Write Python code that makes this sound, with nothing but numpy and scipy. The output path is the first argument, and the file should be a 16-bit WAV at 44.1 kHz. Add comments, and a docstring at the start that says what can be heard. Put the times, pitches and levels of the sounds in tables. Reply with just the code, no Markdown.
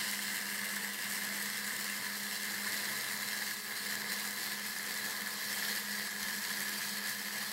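"""A CNC router feeds a ball-nosed bit steadily along a wooden board, close to the microphone.
Once a turn the bit snaps into the wood and tears out a chip; a slower chatter of the tool makes the bites uneven.
Noise bursts for the bites ring the board and the machine, amid hissing chips and a steady rush of air.
Sine tones make the spindle's hum and whine; sharp ticks, ringing kicks and soft bumps are placed one by one."""
import sys
import numpy as np
from scipy import signal
from scipy.fft import rfft, irfft
from scipy.io import wavfile
from scipy.ndimage import uniform_filter1d

SR = 44100
rng = np.random.default_rng(int(sys.argv[2]) if len(sys.argv) > 2 else 0)


def to_wav(sig):
    """Store sig (one row per channel, or 1-D mono) as 16-bit WAV at the path in sys.argv[1].

    Samples outside -1..1 are clipped; the rate is SR.
    """
    pcm = np.clip(np.atleast_2d(sig), -1, 1) * 32767
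    pcm = np.round(pcm).astype(np.int16)
    wavfile.write(sys.argv[1], SR, pcm.T)  # frames by channels


N = 331632
TIME = np.arange(N) / SR
CHATTER_HZ = 90.1


def gain_of(db):
    """Decibels to an amplitude factor."""
    return 10 ** (np.asarray(db) / 20)


def evened(x):
    """Scales to rms 1."""
    return x / np.sqrt(np.mean(x ** 2) + 1e-20)


def follow(rows):
    """The columns of a time curve, interpolated at every sample."""
    s, *columns = np.transpose(rows)
    return [np.interp(TIME, s, column) for column in columns]


def wander(rate_hz):
    """Smooth chance of rms 1, mostly slower than the given rate."""
    hz = np.fft.rfftfreq(N, 1 / SR)
    spectrum = rfft(rng.standard_normal(N)) / (1 + (hz / rate_hz) ** 4)
    return evened(irfft(spectrum, N))


def cut(x, hz, kind, order=4):
    """Butterworth high-pass or low-pass."""
    sos = signal.butter(order, min(hz, SR / 2 - 1), kind, fs=SR, output="sos")
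    return signal.sosfilt(sos, x)


def below(x, edge_hz):
    """The part of a sound under an edge, with no delay."""
    hz = np.fft.rfftfreq(N, 1 / SR)
    return irfft(rfft(x) / (1 + (hz / edge_hz) ** 20), N)


def add(mix, s, sound):
    """Mixes a sound in at time s."""
    part = mix[max(round(s * SR), 0):][:len(sound)]
    part += sound[:len(part)]


# Soft low bumps in the background.
# Columns: centre_s, peak_db
SOFT_BUMPS = [(0.879, -69), (3.959, -65), (6.238, -59)]


def bumps(width_s=0.0036):
    """Single slow swings of pressure, down then up, with no ring."""
    out = np.zeros(N)
    for s, db in SOFT_BUMPS:
        age = (TIME - s) / width_s
        out += gain_of(db) * age * np.exp(.5 - .5 * age ** 2)
    return out


# Short dips that make the hum throb, about three a second.
# Columns: centre_s, depth_db
HUM_DIPS = [(0.38, -8), (0.68, -6), (1.005, -21), (1.75, -6), (2.03, -5.5), (2.37, -4.5), (2.72, -8),
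            (3.055, -21), (3.39, 0), (3.77, -11), (4.42, -11), (4.76, -7), (5.11, -11), (5.425, -15),
            (5.78, -8), (6.1, -12), (6.455, -10), (6.82, -6), (7.125, -12), (7.47, -1)]


def throb(width_s=0.022):
    """The bell-shaped dips of the hum, in dB."""
    return sum(db * np.exp(-.5 * ((TIME - s) / width_s) ** 2) for s, db in HUM_DIPS)


# Hum at the turning rate, before its throb and waver.
# Columns: time_s, level_db (rms)
HUM_LEVEL = [(0.0, -53.5), (0.55, -52.5), (0.83, -51.5), (1.1, -53), (1.5, -53), (2.25, -53), (2.87, -53),
             (3.3, -55.5), (3.68, -61), (3.9, -53.5), (4.25, -54), (4.55, -54.5), (4.9, -57), (5.3, -55.5),
             (5.75, -51), (6.3, -54), (6.65, -51.5), (7.52, -56.5)]


def hum(turns, waver_db=1.5):
    """Unbalance of the spindle pushes once a turn: a throbbing, wavering sine."""
    hum_db, = follow(HUM_LEVEL)
    level_db = hum_db + throb() + waver_db * wander(rate_hz=18)
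    return gain_of(level_db) * np.sin(2 * np.pi * turns)


# Whine of the spindle, before its level wavers.
# Columns: multiple (of the turning rate), level_db (rms), phase_waver_rad (rms)
WHINE_TONES = [(2, -67.5, 0.2), (5, -65.3, 0.65), (6, -66, 0.44), (8, -62, 0.65)]


def whine(turns):
    """Overtones that follow the turning rate, each wavering in level and phase."""
    out = np.zeros(N)
    for multiple, db, waver_rad in WHINE_TONES:
        level = gain_of(db + 1.4 * wander(rate_hz=5.7))
        phase = 2 * np.pi * round(multiple) * turns + waver_rad * wander(rate_hz=9.8)
        out += level * np.sin(phase)
    return out


# Thin side tones of turning and chatter, before their level wavers.
# Columns: pitch_hz, level_db (rms), phase_waver_rad (rms)
SIDE_TONES = [(115.8, -78.5, 0.88), (191, -68, 2.7), (222.3, -68, 1.4), (320, -78.5, 2.3),
              (915, -70.5, 1.3), (1318, -68, 1.8), (1719, -59, 1.9), (4020, -65.5, 2.3)]


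def side_tones():
    """Thin side tones of turning and chatter, held at fixed pitch, wavering in level and phase."""
    out = np.zeros(N)
    for hz, db, waver_rad in SIDE_TONES:
        level = gain_of(db + 2.7 * wander(rate_hz=9.6))
        phase = 2 * np.pi * hz * TIME + waver_rad * wander(rate_hz=3.8)
        out += level * np.sin(phase)
    return out


def spindle(turns):
    """The lasting tones of the running machine: hum, overtones and side tones."""
    tones = hum(turns) + whine(turns) + side_tones()
    return np.sqrt(2) * tones  # a sine's rms is its peak over root 2


# Splinters that break off with a sharper tick.
# Columns: start_s, peak_db
SPLINTER_TICKS = [(0.113, -26), (0.368, -28), (0.7615, -28), (0.875, -28), (0.9445, -31), (1.137, -30),
                  (1.2499, -27), (1.4268, -24), (1.4611, -27), (1.573, -27), (1.8433, -26), (2.6468, -27),
                  (2.9162, -29), (3.4365, -30), (3.7995, -30), (3.9107, -29), (3.9536, -24.5),
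                  (4.1188, -29), (4.1288, -26), (4.309, -30), (4.441, -29), (4.786, -27), (4.8297, -29),
                  (4.9408, -28), (5.5275, -28), (5.761, -27), (5.781, -28), (6.2294, -26), (6.6045, -27),
                  (6.6925, -27), (7.072, -27), (7.0966, -27), (7.1498, -29)]


def splinters(decay_s=0.0012, low_hz=4200, top_hz=14000):
    """Each splinter cracks as a short, bright, dying burst of noise."""
    out, t = np.zeros(N), np.arange(SR // 100) / SR
    for s, db in SPLINTER_TICKS:
        fizz = np.tanh(rng.standard_normal(len(t)))
        crack = cut(fizz * np.exp(-t / decay_s), low_hz, "high", order=2)
        crack = cut(crack, top_hz, "low", order=2)
        add(out, s, gain_of(db) * crack / abs(crack).max())
    return out


# Hard bites that ring the tool.
# Columns: start_s, peak_db (of the swell)
TOOL_KICKS = [(0.191, -29), (0.5147, -31), (0.593, -32), (1.7058, -30), (2.6474, -31), (2.6716, -31),
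              (2.8818, -33), (2.9803, -33), (3.3491, -32), (3.4224, -36), (3.5141, -31), (3.9238, -31),
              (3.9538, -30), (4.7952, -30), (5.2707, -31), (5.6251, -26.5), (5.9816, -31), (6.5132, -32)]


def hard_bites(ring_hz=1810, spread=0.032, swell_s=0.00086):
    """A hard fibre kicks the tool, which rings for a few milliseconds."""
    out, t = np.zeros(N), np.arange(SR // 50) / SR
    swell = t / swell_s * np.exp(1 - t / swell_s)
    for s, db in TOOL_KICKS:
        pitch_hz = ring_hz * (1 + spread * rng.standard_normal())
        add(out, s, gain_of(db) * swell * np.sin(2 * np.pi * pitch_hz * t))
    return out


# Broad colour of the cut.
# Columns: pitch_hz, level_db (relative)
CUT_COLOUR = [(30, -32), (66, -23), (105, -10), (400, -3), (800, -2.5), (1400, 3.5), (2500, 0), (4500, -2),
              (6500, -5.5), (12000, -6), (15500, -6.5)]
# Resonances and hollows of board and machine, added to the broad colour.
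# Columns: pitch_hz, width_hz (of the bell curve), early_db, midway_db, late_db
BOARD_RESONANCES = [(130, 6.4, 8.5, 10.5, 7.5), (145, 6.6, 6, 2, 5), (192, 17, 5.5, 9, 7),
                    (254, 11, 5, 2.5, 0.5), (315, 11, 2, 2, 1), (389, 8, -9, -6, -3),
                    (434, 8, -7, -1, -2.5), (480, 25, 3, 3, 4.5), (590, 19, -3, -4, -5.5),
                    (1000, 45, 3, 3, 2), (1533, 20, 8, 3.5, 1), (1577, 23, -3.5, -4, -3.5),
                    (1637, 19, 2, 1.5, 2.5), (1704, 20, 4.5, 2, 5), (1814, 185, 7, 8, 7.5),
                    (1818, 14, 2.5, 0, 2), (1868, 24, -2.5, -7.5, -6), (1945, 15, 5, 2.5, 2.5),
                    (2096, 47, 7.5, 6, 4.5), (2164, 16, -5, -2.5, -6), (2230, 24, 4, 1, 1.5),
                    (2430, 40, -0.5, -3, 1.5), (2740, 28, 7.5, 1, -1), (2950, 140, 4.5, -0.5, -0.5),
                    (3140, 53, 0, 1.5, 4.5), (4033, 57, 3, 8.5, 5.5), (4284, 73, 6, 7, 7),
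                    (4640, 85, 4.5, 6.5, 7), (5190, 205, 4, 3.5, 3.5), (5940, 71, 0, -4.5, 0),
                    (6570, 90, -2, 0.5, 1), (7060, 110, 2.5, 3.5, 1.5), (7740, 164, 5.5, 4, 2),
                    (8030, 89, 2, 0, 4), (8450, 71, -2, -8, -12), (8760, 270, 5.5, 2.5, 0.7),
                    (9600, 130, -1, 1.5, -0.5), (11650, 180, 1, 1.5, 4.5), (12200, 280, 3.5, 3, 1),
                    (14900, 300, -5, -3, -5)]


def ring(x, column, size=8192):
    """Causal response of board and machine at one place of the bit."""
    hz = abs(np.fft.fftfreq(size, 1 / SR))
    knots, level = np.transpose(CUT_COLOUR)
    db = np.interp(np.log(hz + 1), np.log(knots), level)
    for centre, width, *heights in BOARD_RESONANCES:
        db = db + heights[column] * np.exp(-.5 * ((hz - centre) / width) ** 2)
    # minimum phase: the response starts at once and dies away
    spectrum = np.exp(np.conj(signal.hilbert(np.log(gain_of(db)))))
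    taps = np.fft.ifft(spectrum).real
    return signal.oaconvolve(x, taps[:size // 2])[:N]


def gantry(x, echo_db=-15, t60=0.09):
    """Short reflections from the bed and the gantry, whose narrow faces throw back only the treble."""
    t = np.arange(SR // 8) / SR
    echoes = rng.standard_normal(len(t)) * (rng.random(len(t)) < 2000 / SR)  # about 2000 a second
    taps = echoes * (t > .002) * gain_of(-60 * t / t60)
    taps = cut(taps / np.linalg.norm(taps), 2280, "high")
    return x + gain_of(echo_db) * signal.oaconvolve(x, taps)[:N]


# Moments when the bit passes the early, middle and late places on the board.
# Values: time_s
BIT_PLACES = [0.91, 3.1, 6.4]


def board(x):
    """The resonances and reflections change as the bit travels along the board."""
    nearness = [np.interp(TIME, BIT_PLACES, only) for only in np.eye(len(BIT_PLACES))]
    return evened(sum(near * gantry(ring(x, column)) for column, near in enumerate(nearness)))


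def patchy(x, depth_db, frames, bins, size=1024):
    """The colour of the cut shifts in small patches of time and pitch."""
    overlap = size - size // 4
    z = signal.stft(x, nperseg=size, noverlap=overlap)[2]
    field = rng.standard_normal(z.shape)
    field = uniform_filter1d(field, max(round(bins), 1), 0)
    field = evened(uniform_filter1d(field, max(round(frames), 1), 1))
    return signal.istft(z * gain_of(depth_db * field), nperseg=size, noverlap=overlap)[1][:N]


def stroke(turns, delay, length):
    """A push once a turn that starts sharply and dies away; delay and length are in turns."""
    age = ((turns - delay) % 1) / max(length, .01)
    return evened(np.sqrt(age) * np.exp(-age))


def bites(turns, uneven_db, chatter):
    """Size of each chip: the grain of the wood varies it by chance, the chatter of the tool in a beat."""
    which = np.floor(turns).astype(int)
    grain = np.clip(rng.standard_normal(which.max() + 1), -2, 2)[which]
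    beat = 1 + np.clip(chatter, 0, .99) * np.sin(2 * np.pi * CHATTER_HZ * TIME)
    return evened(gain_of(uneven_db * grain) * np.sqrt(beat))


def fibres(per_s, spread_db):
    """Dense clicks of breaking fibres, a few of them large."""
    size = gain_of(spread_db * np.minimum(rng.exponential(1, N), 2))
    return evened(size * rng.choice([-1, 1], N) * (rng.random(N) < per_s / SR))


def knocks(turns, delay, jitter):
    """One blunt blow a turn, a little early or late (in turns): a buzz of overtones."""
    passed = np.floor(turns - delay + jitter * wander(rate_hz=60))
    return evened(cut(np.diff(passed, prepend=passed[0]), 630, "high"))


# Load on the bit as it meets harder and softer wood, relative to the usual; each layer takes up a share.
# Columns: time_s, ring_load_db, tearing_load_db, hiss_load_db
WOOD_LOAD = [(0.0, 3, 7, 2.5), (0.12, 1.5, 1, 2), (0.25, -3, 0.5, -1), (0.35, 2, 0.5, 1),
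             (0.45, 0, -0.3, -0.5), (0.54, -2.5, -0.5, 0.5), (0.63, 0, -1, -1.5), (0.75, 3, 1, 1.5),
             (0.85, 1.3, -1.5, -1), (0.92, -6, -3, -3.5), (1.02, -2, -2, -3.5), (1.12, -1, -1, 2),
             (1.25, 1.8, -1.7, -1.5), (1.42, 2.5, 0, 2), (1.6, -3.5, -2, -2.5), (1.73, 1, -0.7, 1.3),
             (1.86, -3, 0, 1.1), (2.02, 0.5, -1.5, -2), (2.25, -3, -0.5, 0.5), (2.57, 0.5, -0.5, -0.6),
             (2.68, 4, 0, 0), (2.77, 3, 4.5, 2.5), (2.9, 4, 1.5, 1.8), (3.07, -1, -0.8, -0.5),
             (3.24, -1, 0, -0.5), (3.42, 1, 1.5, 0.5), (3.52, -4, -1, -2), (3.61, -11, -6, -3.5),
             (3.72, 1, -3, -3), (3.79, -5, -2, -2.5), (3.92, 3, 1.5, 0.8), (4.04, 2.2, -3, -5.5),
             (4.13, 2.5, 3, 1), (4.24, 1, 1, 2.5), (4.34, -3, -2.5, -0.5), (4.46, 1.5, 3, 2.5),
             (4.58, -3, -2, -3.5), (4.69, -4.5, -1.5, -1), (4.86, -2.2, -2, -2.5), (5.07, 2, 0.3, 0.5),
             (5.23, -2, -3, -2.5), (5.38, -1.5, 1.5, -0.5), (5.53, 2, 3, 3), (5.63, 6, 5.5, 3.5),
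             (5.76, 1, 3, 2), (5.86, -3.5, -0.5, -0.4), (5.99, 3, 1, 1), (6.14, -4.5, -2.5, -2.5),
             (6.25, 1.5, 1.3, 1), (6.42, -2, -0.8, 0), (6.51, 0, 2, 1), (6.61, 2.5, 0, 2),
             (6.73, -1.2, 1.5, 0.2), (6.9, -2, 1.2, 2), (7.02, -0.5, -1, -3.5), (7.09, 0.3, 2, 2),
             (7.16, -6, -2.5, -2), (7.38, 1, 0.6, -1), (7.52, -4, 0.5, 0)]


def load_on_bit(grain_db=0.5, grain_hz=22):
    """The load on ring, tearing and hiss in dB: slow changes along the board and a flutter from the grain."""
    flutter_db = grain_db * wander(rate_hz=grain_hz)
    return [slow_db + flutter_db for slow_db in follow(WOOD_LOAD)]


# levels at the usual load: rush of board and air, ring of the tool, hiss of the chips
RUSH_DB, RING_DB, CHIPS_DB = -48.5, -42.0, -40
# dB that each of them gains for one dB of load
RUSH_PER_LOAD, RING_PER_LOAD, CHIPS_PER_LOAD = 0.44, 0.39, 0.61
# depth of the sway in level of tool and chips, where turning and chatter meet
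SWAY, CHIPS_SWAY = 0.38, 0.057


def cutting(turns):
    """Each turn gives a bright snap, then a knock and a duller tear; air and flying dust fill the time between."""
    ring_db, tear_db, hiss_db = load_on_bit()

    # hard and soft fibres of the wood change the force of the bite, up to a limit
    hardness = gain_of(2.37 * np.tanh(wander(rate_hz=31)))
    first_bite = hardness * bites(turns, uneven_db=2.0, chatter=0.64)
    bite = hardness * bites(turns, uneven_db=1.7, chatter=0.3)
    snap = first_bite * stroke(turns, delay=0, length=0.079) * fibres(per_s=22000, spread_db=1.0)
    tear = bite * stroke(turns, delay=0.06, length=0.46) * fibres(per_s=18000, spread_db=1.0)
    knock = bite * knocks(turns, delay=0.2026, jitter=0.022)
    air, dust = rng.standard_normal((2, N))

    # below the tool's own ring the board rumbles
    body = air + gain_of(-11) * snap + gain_of(-10.0) * tear + gain_of(-15.5) * knock
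    body = patchy(cut(body, 1489, "low", order=8), depth_db=1.26, frames=7, bins=4, size=2048)

    # the tool's own band sways at the sum of the turning and chatter rates
    sway = 1 + SWAY * np.sin(2 * np.pi * (turns + CHATTER_HZ * TIME - 0.2))
    tool = sway * (tear + gain_of(4.0) * air + gain_of(-3.5) * knock)
    tool = cut(cut(tool, 1499, "high", order=7), 2316, "low", order=7)

    # above it the wood tears and the chips hiss, swaying at the difference of the two rates
    bright_snap = cut(cut(snap, 5660, "high", order=2), 8800, "low", order=1)
    bright_tear = cut(tear, 6860, "high")
    bright_dust = cut(dust, 9600, "high", order=2)
    bright = gain_of(1.2) * bright_snap + gain_of(-1.0) * bright_tear + gain_of(-10.5) * bright_dust
    dull_tear = cut(tear, 6250, "low")
    chips = cut(air + bright + gain_of(-3.5) * dull_tear, 2327, "high", order=8)
    chips = chips * (1 + CHIPS_SWAY * np.cos(2 * np.pi * (turns - CHATTER_HZ * TIME + 0.12)))
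    chips = board(patchy(chips, depth_db=1.1, frames=7, bins=10.0))
    tearing = below(chips, edge_hz=5700)
    hiss = chips - tearing

    return (gain_of(RUSH_DB + RUSH_PER_LOAD * ring_db) * board(body)
            + gain_of(RING_DB + RING_PER_LOAD * ring_db) * board(tool)
            + gain_of(CHIPS_DB + CHIPS_PER_LOAD * tear_db) * tearing
            + gain_of(CHIPS_DB + CHIPS_PER_LOAD * hiss_db) * hiss)


# Spindle speed, drifting slightly.
# Columns: time_s, turning_rate_hz
SPINDLE_SPEED = [(0.0, 204.2), (0.5, 203.1), (1.0, 202.7), (1.7, 203.9), (2.05, 203.2), (2.4, 204.8),
                 (2.8, 204.6), (3.2, 205.8), (3.6, 207.2), (4.1, 205.5), (4.7, 205.5), (5.25, 206.5),
                 (5.8, 205.3), (6.2, 204.9), (7.52, 205.7)]


def scene():
    """One spindle drives both the cut and the hum."""
    speed_hz, = follow(SPINDLE_SPEED)
    turns = np.cumsum(speed_hz) / SR
    mix = bumps() + spindle(turns) + splinters() + hard_bites() + cutting(turns)
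    return mix[None]  # one microphone channel


def record(dry, edge_hz=15780):
    """The band limit of the recorder: a steep low-pass with no delay."""
    taps = signal.firwin(1023, edge_hz, window=("kaiser", 9), fs=SR)
    return signal.oaconvolve(dry, taps[None], "same")


dry = scene()
out = record(dry)
to_wav(out)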